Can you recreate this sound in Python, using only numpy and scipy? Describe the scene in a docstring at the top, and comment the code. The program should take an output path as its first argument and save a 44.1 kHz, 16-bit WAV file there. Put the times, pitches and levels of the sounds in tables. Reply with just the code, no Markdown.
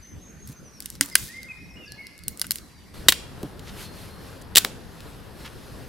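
"""Thin bird song opens the scene at a spruce, and dead twigs are soon snapped off amid rustles and faint ticks.
At 2.9 s the place becomes a camp, where dry sticks are broken over a knee, a jacket swishes and few birds sing.
Each crack is a fast-dying run of noise, filtered to ring like wood; its echoes are fading, clumpy noise.
Thuds, rustles and crackles are short bursts of filtered noise, and the birds are sliding sine whistles.
A soft noise murmur of the forest lies underneath; the loudest cracks overload the microphone."""
import sys
import numpy as np
from scipy import signal
from scipy.fft import rfft, irfft
from scipy.io import wavfile
from scipy.ndimage import uniform_filter1d

SR = 44100
rng = np.random.default_rng(int(sys.argv[2]) if len(sys.argv) > 2 else 0)


def to_wav(sig):
    """Store sig (one row per channel, or 1-D mono) as 16-bit WAV at the path in sys.argv[1].

    Samples outside -1..1 are clipped; the rate is SR.
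    """
    pcm = np.clip(np.atleast_2d(sig), -1, 1) * 32767
    pcm = np.round(pcm).astype(np.int16)
    wavfile.write(sys.argv[1], SR, pcm.T)  # frames by channels


N = 259308  # length of the scene [samples]


def gain_of(db):
    """Turns decibels into a plain multiplier of the sound pressure."""
    return 10 ** (np.asarray(db) / 20)


def evened(x):
    """Scales a signal so that its average strength (rms) is 1."""
    return x / np.sqrt(np.mean(x ** 2) + 1e-20)


def read(points, hz):
    """Reads a curve between its points, with pitch spaced as the ear hears it (logarithmically)."""
    f, value = np.transpose(points)
    return np.interp(np.log(hz + 1), np.log(f + 1), value)


def add(mix, s, sound):
    """Mixes a sound in, starting at time s [s]."""
    part = mix[..., max(round(s * SR), 0):][..., :sound.shape[-1]]
    part += sound[..., :part.shape[-1]]


def coloured(x, gain):
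    """Filters x with one gain per frequency so that the ringing comes only after each click."""
    size = x.shape[-1]
    # folding the cepstrum (the spectrum of the log gain) puts all the ringing after the click
    cepstrum = irfft(np.log(np.maximum(gain, 1e-5)), size)
    cepstrum[1:size // 2] *= 2
    cepstrum[size // 2 + 1:] = 0
    return irfft(rfft(x) * np.exp(rfft(cepstrum)), size)


def stereo_noise(colour, same, patchy_db):
    """Makes two-channel noise of a given colour, whose strength drifts in patches of time and pitch."""
    frames, hz = N // 512 + 5, np.fft.rfftfreq(2048, 1 / SR)
    a, b, c, d, patches = rng.standard_normal((5, frames, len(hz)))
    patches = uniform_filter1d(patches, size=6, axis=0)
    patches = evened(uniform_filter1d(patches, size=24, axis=1))
    same = np.clip(read(same, hz), -1, 1)
    left = a + 1j * b
    # the right channel shares part of the left one; the rest is its own noise
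    right = same * left + np.sqrt(1 - same ** 2) * (c + 1j * d)
    spectrum = np.array([left, right]) * gain_of(read(colour, hz) + patchy_db * patches)
    noise = signal.istft(spectrum.transpose(0, 2, 1), nperseg=2048, noverlap=1536)[1]
    return evened(noise[:, :N])


def cracks(rows, colour, modes, splinter_db, splinter_s, bass_leak, apart, grain_db):
    """Fibres tear in a fast-dying run, then splinter faintly; gives direct sound and what the trees receive."""
    t, hz = np.arange(4096) / SR, np.fft.rfftfreq(4096, 1 / SR) + 1
    ringing_db = sum(db / (1 + (2 * (hz - f) / width) ** 2) for f, width, db in modes)
    ringing = gain_of(ringing_db)
    direct, spread = np.zeros((2, N)), np.zeros(N)
    for s, db, tear_ms, low_hz, tilt_db in rows:
        tear = tear_ms / 1000
        fibres, across, around, sizes = rng.standard_normal((4, len(t)))
        run = np.exp(-t / tear) + gain_of(splinter_db) * np.exp(-t / splinter_s)
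        run = run * gain_of(grain_db * np.clip(sizes, -2, 2))
        # a thin piece radiates little below its lowest ringing pitch
        radiated = bass_leak + 1 / np.sqrt(1 + (low_hz / hz) ** 6)
        gain = gain_of(read(colour, hz) + tilt_db * np.log2(1 + hz / low_hz)) * radiated
        mid = coloured(fibres * run, gain * ringing)
        # the shortest waves reach the microphone's two ports differently
        side = coloured(across * run, gain * ringing * apart * (0.4 + hz / 9000))
        # all directions together: the resonances even out and nearby branches smear the crack
        outward = coloured(around * np.exp(-t / .015), gain)
        strength = gain_of(db) * np.sqrt(tear * SR)
        add(direct, s, strength * np.array([mid + side, mid - side]) / np.linalg.norm(mid))
        add(spread, s, strength * outward / np.linalg.norm(outward))
    return direct, spread


def twig_cracks():
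    """Twigs snap off the spruce: wood resonances colour each crack, and the trunks send it back."""
    # snaps: (time [s], level over the tearing time [dB], tearing time [ms], lowest ringing pitch [Hz],
    # tilt [dB per octave well above that pitch])
    twigs = [(.4738, -39, 3.1, 3500, 6.5), (.8042, -25, 0.73, 4000, 0), (.8588, -21.5, 0.7, 3030, -2.5),
             (.9024, -21.5, 0.28, 5630, 0), (1.0104, -1.5, 0.71, 1150, -0.5), (1.06, -26.5, 0.47, 5000, 3),
             (1.154, 1.5, 1.25, 1880, -1.4), (1.4312, -31.5, .65, 4090, -6),
             (1.921, -29.5, 0.66, 4000, -8.5), (2.0693, -30, 0.55, 3870, -6), (2.282, -12, 0.47, 4500, 3),
             (2.3963, -22, 0.56, 6000, -1), (2.4156, -11.5, .7, 3700, -4), (2.421, -26.5, 0.96, 1480, -1.5),
             (2.4432, -36, 5.7, 1530, -8), (2.468, -25, 0.36, 3570, -2), (2.5087, -7, 0.48, 3930, -3.5),
             (2.5175, -18, 1.6, 2500, 2.5), (2.5576, -20, 0.36, 2830, 2), (2.5853, -27.5, 0.32, 3000, -9)]
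    # colour of the fracture: (frequency [Hz], level [dB])
    twig_colour = [(100, 13), (600, 5), (1500, 2), (3000, -1.5), (5000, -0.5), (7500, -1), (11000, 1),
                   (16000, -6)]
    # resonances of the wood: (frequency [Hz], width [Hz], height above the colour [dB])
    twig_modes = [(1566, 240, 8.9), (2030, 170, 8), (2870, 183, 9.1), (3210, 130, 2.2), (4670, 1140, 5.6),
                  (5260, 180, 3.5), (8840, 840, 5.4), (11300, 970, 6.3)]
    direct, spread = cracks(twigs + strain_ticks(), twig_colour, twig_modes, splinter_db=-25.5,
                            splinter_s=0.01, bass_leak=0.067, apart=0.35, grain_db=2.5)
    echo_colour = [(300, 1), (2000, -4), (4500, -4.5), (9000, -4.0), (15000, 0.5)]  # (Hz, dB)
    echo = forest(spread, echo_colour, longer=1.0, build_s=0.004, lumpy_db=5.5)
    return direct + gain_of(-19.5) * echo


def stick_cracks():
    """Dry sticks break over a knee at the camp: the same tearing and echoes, with the sticks' own colour."""
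    # breaks: (time [s], level over the tearing time [dB], tearing time [ms], lowest ringing pitch [Hz],
    # tilt [dB per octave well above that pitch])
    sticks = [(3.0846, 3, 3.66, 2700, -3), (3.0912, -4, 0.56, 1500, 6), (3.102, -18, 3.5, 2500, 7),
              (3.1226, -11.5, 2, 1300, -2.5), (3.4308, -34.5, 1.2, 1000, 3.5),
              (3.594, -40, 2.5, 3000, -6.5), (4.5528, -15, .78, 4000, -8), (4.5579, 4.5, 0.68, 3000, -0.5),
              (4.5683, -9, 1.4, 3000, 2.5), (4.5703, -1, 3.6, 1200, -0.5), (4.5804, -4, 3.2, 2600, 0),
              (4.5839, -4.5, 1, 2600, 1), (4.6468, -17, 0.48, 2000, 4), (4.6486, -9, 0.68, 900, -2),
              (5.005, -40.5, 2.5, 1900, -4), (5.459, -41.5, 4.7, 1590, -3)]
    # colour of the fracture: (frequency [Hz], level [dB])
    stick_colour = [(100, -6), (400, 3.5), (750, -0.5), (1500, -3.5), (3200, 2), (5500, -2), (8000, -3),
                    (12000, -2.5), (16000, -4.5)]
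    # resonances of the wood: (frequency [Hz], width [Hz], height above the colour [dB])
    stick_modes = [(1070, 130, 1.2), (1770, 520, 5), (2830, 60, 1.9), (3165, 210, 1.4), (3903, 1100, 5.8),
                   (5110, 360, 2.1), (7640, 620, 5)]
    direct, spread = cracks(sticks, stick_colour, stick_modes, splinter_db=-25,
                            splinter_s=0.015, bass_leak=0.23, apart=0.19, grain_db=3)
    echo_colour = [(300, -3), (1200, 2.0), (4500, -3.5), (9000, -1), (15000, -3)]  # (Hz, dB)
    echo = forest(spread, echo_colour, longer=0.74, build_s=0.0052, lumpy_db=3.5)
    return direct + gain_of(-26) * echo


def strain_ticks():
    """Single fibres part at random moments while a branch is bent; gives rows like those of the twigs."""
    # spells of bending: (start [s], end [s])
    strains = [(.82, 1.04), (1.061, 1.28), (2.081, 2.24), (2.331, 2.42)]
    ticks_per_s, tick_ms, tilt_db = 20, 0.62, -6.5
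    middle_db, spread_db, middle_hz = -38, 7, 4600
    rows = []
    for start, end in strains:
        count = round((end - start) * ticks_per_s)
        for when, size, pitch in rng.random((count, 3)):
            db = middle_db + spread_db * (2 * size - 1)
            hz = middle_hz * 2 ** (pitch - .5)  # up to half an octave either way
            rows.append((start + when * (end - start), db, tick_ms, hz, tilt_db))
    return rows


def stub():
    """The stub left on the trunk swings briefly in its bending mode: a low, fading sine."""
    start_s, pitch_hz, level_db = 1.0106, 285, -25.5
    t60 = .13  # time to fall by 60 dB [s]
    t, out = np.arange(SR // 4) / SR, np.zeros(N)
    twang = gain_of(level_db - 60 * t / t60) * np.sin(2 * np.pi * pitch_hz * t)
    add(out, start_s, twang)
    return out


def forest(x, colour, longer, build_s, lumpy_db):
    """Echoes from countless trunks: they build up, come in clumps, and each band dies at its own speed."""
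    # ring time of the forest: (frequency [Hz], time to fall by 60 dB before "longer" stretches it [s])
    trunks = [(200, .4), (800, .55), (2000, 0.85), (5000, 0.97), (10000, 0.62), (16000, 0.33)]
    size = 3 * SR // 2
    both, apart, clumps = rng.standard_normal((3, size))
    clumps = gain_of(lumpy_db * evened(uniform_filter1d(clumps, size=90)))
    taps = np.array([both + .55 * apart, both - 0.76 * apart]) * clumps
    hz, t, z = signal.stft(taps, SR, nperseg=256)
    fall_db = 60 * t / (longer * read(trunks, hz)[:, None])
    z = z * gain_of(read(colour, hz)[:, None] - fall_db)
    build_up = 1 - np.exp(-np.arange(size) / SR / build_s)
    tail = signal.istft(z, SR, nperseg=256)[1][:, :size] * build_up
    return signal.fftconvolve(x[None], tail / np.linalg.norm(tail[0]), axes=1)[:, :N]


def thuds():
    """Boots and knee give soft, low pushes with no ring: fading noise with the treble removed."""
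    # pushes: (time [s], level over the decay time [dB], decay to 37 % [s], upper edge [Hz])
    pushes = [(.496, -37.5, 0.019, 220), (2.973, -40.5, .05, 90), (3.061, -32, .0042, 331),
              (3.087, -30, 0.0083, 447), (3.429, -28.5, 0.018, 290), (4.645, -36.5, 0.033, 596)]
    t, out = np.arange(SR // 4) / SR, np.zeros(N)
    for s, db, decay, edge_hz in pushes:
        band = signal.butter(2, [edge_hz / 5, edge_hz], "band", fs=SR, output="sos")
        push = signal.sosfilt(band, rng.standard_normal(len(t)) * np.exp(-t / decay))
        add(out, s, gain_of(db) * push / np.sqrt(np.sum(push ** 2) / (decay * SR)))
    return out


def rustles_and_crackles(grain_db=5.0, apart=0.24):
    """Swells of countless tiny ticks of uneven size make both the rustling and the crackling."""
    # rustling and crackling: brushed needles and litter, and the crackly tails of snaps:
    # (time [s], length [s], level [dB], centre [Hz])
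    crackles = [(.448, .1, -54, 7200), (0.783, 0.22, -55.5, 5540), (1.005, 0.038, -35.5, 4400),
                (1.172, 0.14, -45, 7000), (2.357, 0.11, -58, 7000), (2.522, 0.08, -50.5, 6130),
                (3.661, 0.05, -48, 2650), (4.41, 0.017, -50, 5950), (5.441, 0.049, -44, 1900)]
    left, right, sizes = rng.standard_normal((3, N))
    sizes = np.clip(evened(uniform_filter1d(sizes, size=40)), -2, 2)
    ticks = np.array([left + apart * right, left - apart * right]) * gain_of(grain_db * sizes)
    out = np.zeros((2, N))
    for s, length, db, hz in crackles:
        band = signal.butter(2, [hz / 2, min(hz * 2, SR / 2.2)], "band", fs=SR, output="sos")
        part = signal.sosfilt(band, ticks[:, round(s * SR):round((s + length) * SR)])
        add(out, s, gain_of(db) * evened(part * signal.windows.tukey(part.shape[1], .6)))
    return out


def bird(notes, scoop, bend, waver, flutter_db):
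    """Unsteady sine whistles scoop up to pitch, then slide: early if bend is negative, late if positive."""
    out = np.zeros(N)
    wander = uniform_filter1d(rng.standard_normal((2, N)), size=200)
    drift, flutter = (evened(v) for v in uniform_filter1d(wander, size=200))
    for s, length, start_hz, end_hz, db in notes:
        u = np.linspace(0, 1, round(length * SR))  # progress through the note
        at = max(round(s * SR), 0) + np.arange(len(u))
        slide = np.expm1(bend * u) / np.expm1(bend)
        hz = start_hz + (end_hz - start_hz) * slide
        hz = hz * (1 - scoop * (1 - u) ** 4) * (1 + waver * drift[at])
        whistle = signal.windows.tukey(len(u), .4) * np.sin(2 * np.pi * np.cumsum(hz) / SR)
        add(out, s, gain_of(db + flutter_db * flutter[at]) * evened(whistle))
    return out


def tit_notes():
    """A thin, high phrase starts on level notes and ends in down-slurs; gives rows for bird()."""
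    # phrase: (time [s], length [s], starting pitch [Hz])
    phrase = [(.005, 0.16, 6240), (0.2, 0.13, 6520), (.395, 0.082, 6580), (0.557, 0.047, 6400),
              (0.638, 0.066, 6150), (0.723, 0.073, 5860)]
    level_db = -55.5
    droop, droop_growth = 0.147, 2.33  # share by which the last note falls; power by which the fall grows
    notes = []
    for s, length, hz in phrase:
        fall = droop * (abs(s) / phrase[-1][0]) ** droop_growth
        notes.append((s, length, hz, hz * (1 - fall), level_db))
    return notes


def birds():
    """Three singers whistle; the farther each is, the more of its song arrives as echo."""
    # fluted notes that hold, then bend at the end:
    # (time [s], length [s], start pitch [Hz], end pitch [Hz], level before flutter [dB])
    fluted_notes = [(1.112, 0.031, 2130, 1984, -47), (1.28, .057, 1870, 1980, -50),
                    (1.325, 0.1, 2108, 2167, -44.5), (1.42, 0.047, 2116, 1960, -49),
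                    (1.483, .044, 2597, 2270, -41), (1.75, 0.12, 2944, 2410, -52),
                    (1.855, 0.12, 1704, 1710, -54), (1.972, 0.062, 2217, 2120, -46),
                    (2.02, .075, 2082, 2044, -50.5)]
    # quick slurs that level out:
    # (time [s], length [s], start pitch [Hz], end pitch [Hz], level before flutter and mixing [dB])
    quick_slurs = [(1.11, 0.043, 5690, 4850, -47), (1.56, 0.12, 5300, 5650, -64.5),
                   (1.69, 0.062, 6480, 5190, -59.5), (1.85, .09, 6630, 4110, -52.5),
                   (2.05, .067, 6480, 5060, -61.5), (2.21, 0.11, 5390, 4080, -57.5),
                   (2.6, 0.098, 4080, 4040, -62), (2.68, .2, 4560, 4680, -65.5),
                   (2.75, .055, 6940, 5500, -70.5), (3.84, 0.04, 4400, 4200, -51),
                   (4.1, 0.055, 4164, 4260, -56)]
    tit = bird(tit_notes(), scoop=0.043, bend=2.4, waver=0.0033, flutter_db=3.0)
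    blackbird = bird(fluted_notes, scoop=.05, bend=3.8, waver=0.0035, flutter_db=3.0)
    robin = bird(quick_slurs, scoop=0, bend=-4.0, waver=.008, flutter_db=4.5)
    scattered = gain_of(-2) * tit + gain_of(-1.5) * blackbird + gain_of(-1.5) * robin
    # the echo's colour points are (Hz, dB)
    echo = forest(scattered, [(1500, 0.074), (7000, 0.015)], longer=2.1, build_s=0.011, lumpy_db=-3.0)
    return tit + blackbird + gain_of(-3.5) * robin + gain_of(-4.5) * echo


def jacket(t):
    """Cloth rubs as noise: each arm movement is a bell-shaped swell over a faint steady rub."""
    # arm movements: (time of the peak [s], level [dB], half length [s])
    swishes = [(2.964, -49.5, 0.11), (3.44, -54, 0.065), (3.72, -50, 0.074), (3.818, -40.5, 0.038),
               (4.016, -48.5, .09), (4.28, -51.5, 0.092), (5.054, -53.5, 0.12), (5.418, -50.5, 0.039),
               (5.73, -53, 0.35)]
    # colour of the rubbing: (frequency [Hz], level [dB])
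    cloth = [(300, -8), (1000, 1), (2000, 0.5), (4200, 1.5), (7000, -5.5), (12000, -3), (15500, -17)]
    rest_db = -59.5
    swells = sum(gain_of(db) ** 2 * np.exp(-((t - s) / half) ** 2) for s, db, half in swishes)
    loudness = np.sqrt(gain_of(rest_db) ** 2 + swells)
    # left-right likeness points: (Hz, 1 = the same)
    return loudness * stereo_noise(cloth, [(500, 1.0), (10000, 0.82)], patchy_db=1.5)


def background(t):
    """The forest murmurs as steady noise, coloured for each place; the jacket is heard only at the camp."""
    # colour of the murmur at the spruce: (frequency [Hz], level per Hz [dB])
    glade_colour = [(12, -48), (20, -18), (65, 3), (113, -5), (187, -1.5), (459, -13), (825, -22),
                    (1910, -21), (2530, -27), (5680, -28.5), (6180, -30), (6720, -33.5), (12400, -33.5),
                    (14300, -40.5), (16000, -65.5)]
    # colour of the murmur at the camp: (frequency [Hz], level per Hz [dB])
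    camp_colour = [(12, -34), (20, -19.5), (50, 4), (74, 1.5), (198, -4), (328, -8), (422, -8), (660, -14),
                   (1810, -19.5), (2260, -27), (4940, -30), (7110, -45), (11800, -36), (13900, -42),
                   (16000, -86.5)]
    # left-right likeness: (frequency [Hz], likeness [1 = the same, 0 = unrelated])
    likeness = [(60, 0.43), (180, 0.66), (550, 0.528), (1650, 0.633), (4970, 0.59), (15000, 0.62)]
    camp_s, change_s = 2.938, 0.0026  # start and length of the move to the camp [s]
    at_camp = np.clip((t - camp_s) / change_s, 0, 1)
    glade = gain_of(-46.5) * stereo_noise(glade_colour, likeness, patchy_db=3.0)
    camp = gain_of(-42) * stereo_noise(camp_colour, likeness, patchy_db=1.23)
    camp = camp * gain_of([[1], [-1]])  # left 1 dB up, right 1 dB down
    return (1 - at_camp) * glade + at_camp * (camp + jacket(t))


def scene():
    """Adds up everything heard, first at the spruce and then at the camp."""
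    t = np.arange(N) / SR
    breaking = twig_cracks() + stick_cracks() + stub()
    return breaking + thuds() + rustles_and_crackles() + birds() + background(t)


def record(dry):
    """The microphone overloads: the loudest cracks clip at full scale; then the highest treble is cut."""
    edge_hz = 16200
    clipped = np.clip(dry, -1, 1)
    low_pass = signal.firwin(255, edge_hz, window=("kaiser", 8), fs=SR)
    return signal.oaconvolve(clipped, low_pass[None], "same")


dry = scene()
out = record(dry)
to_wav(out)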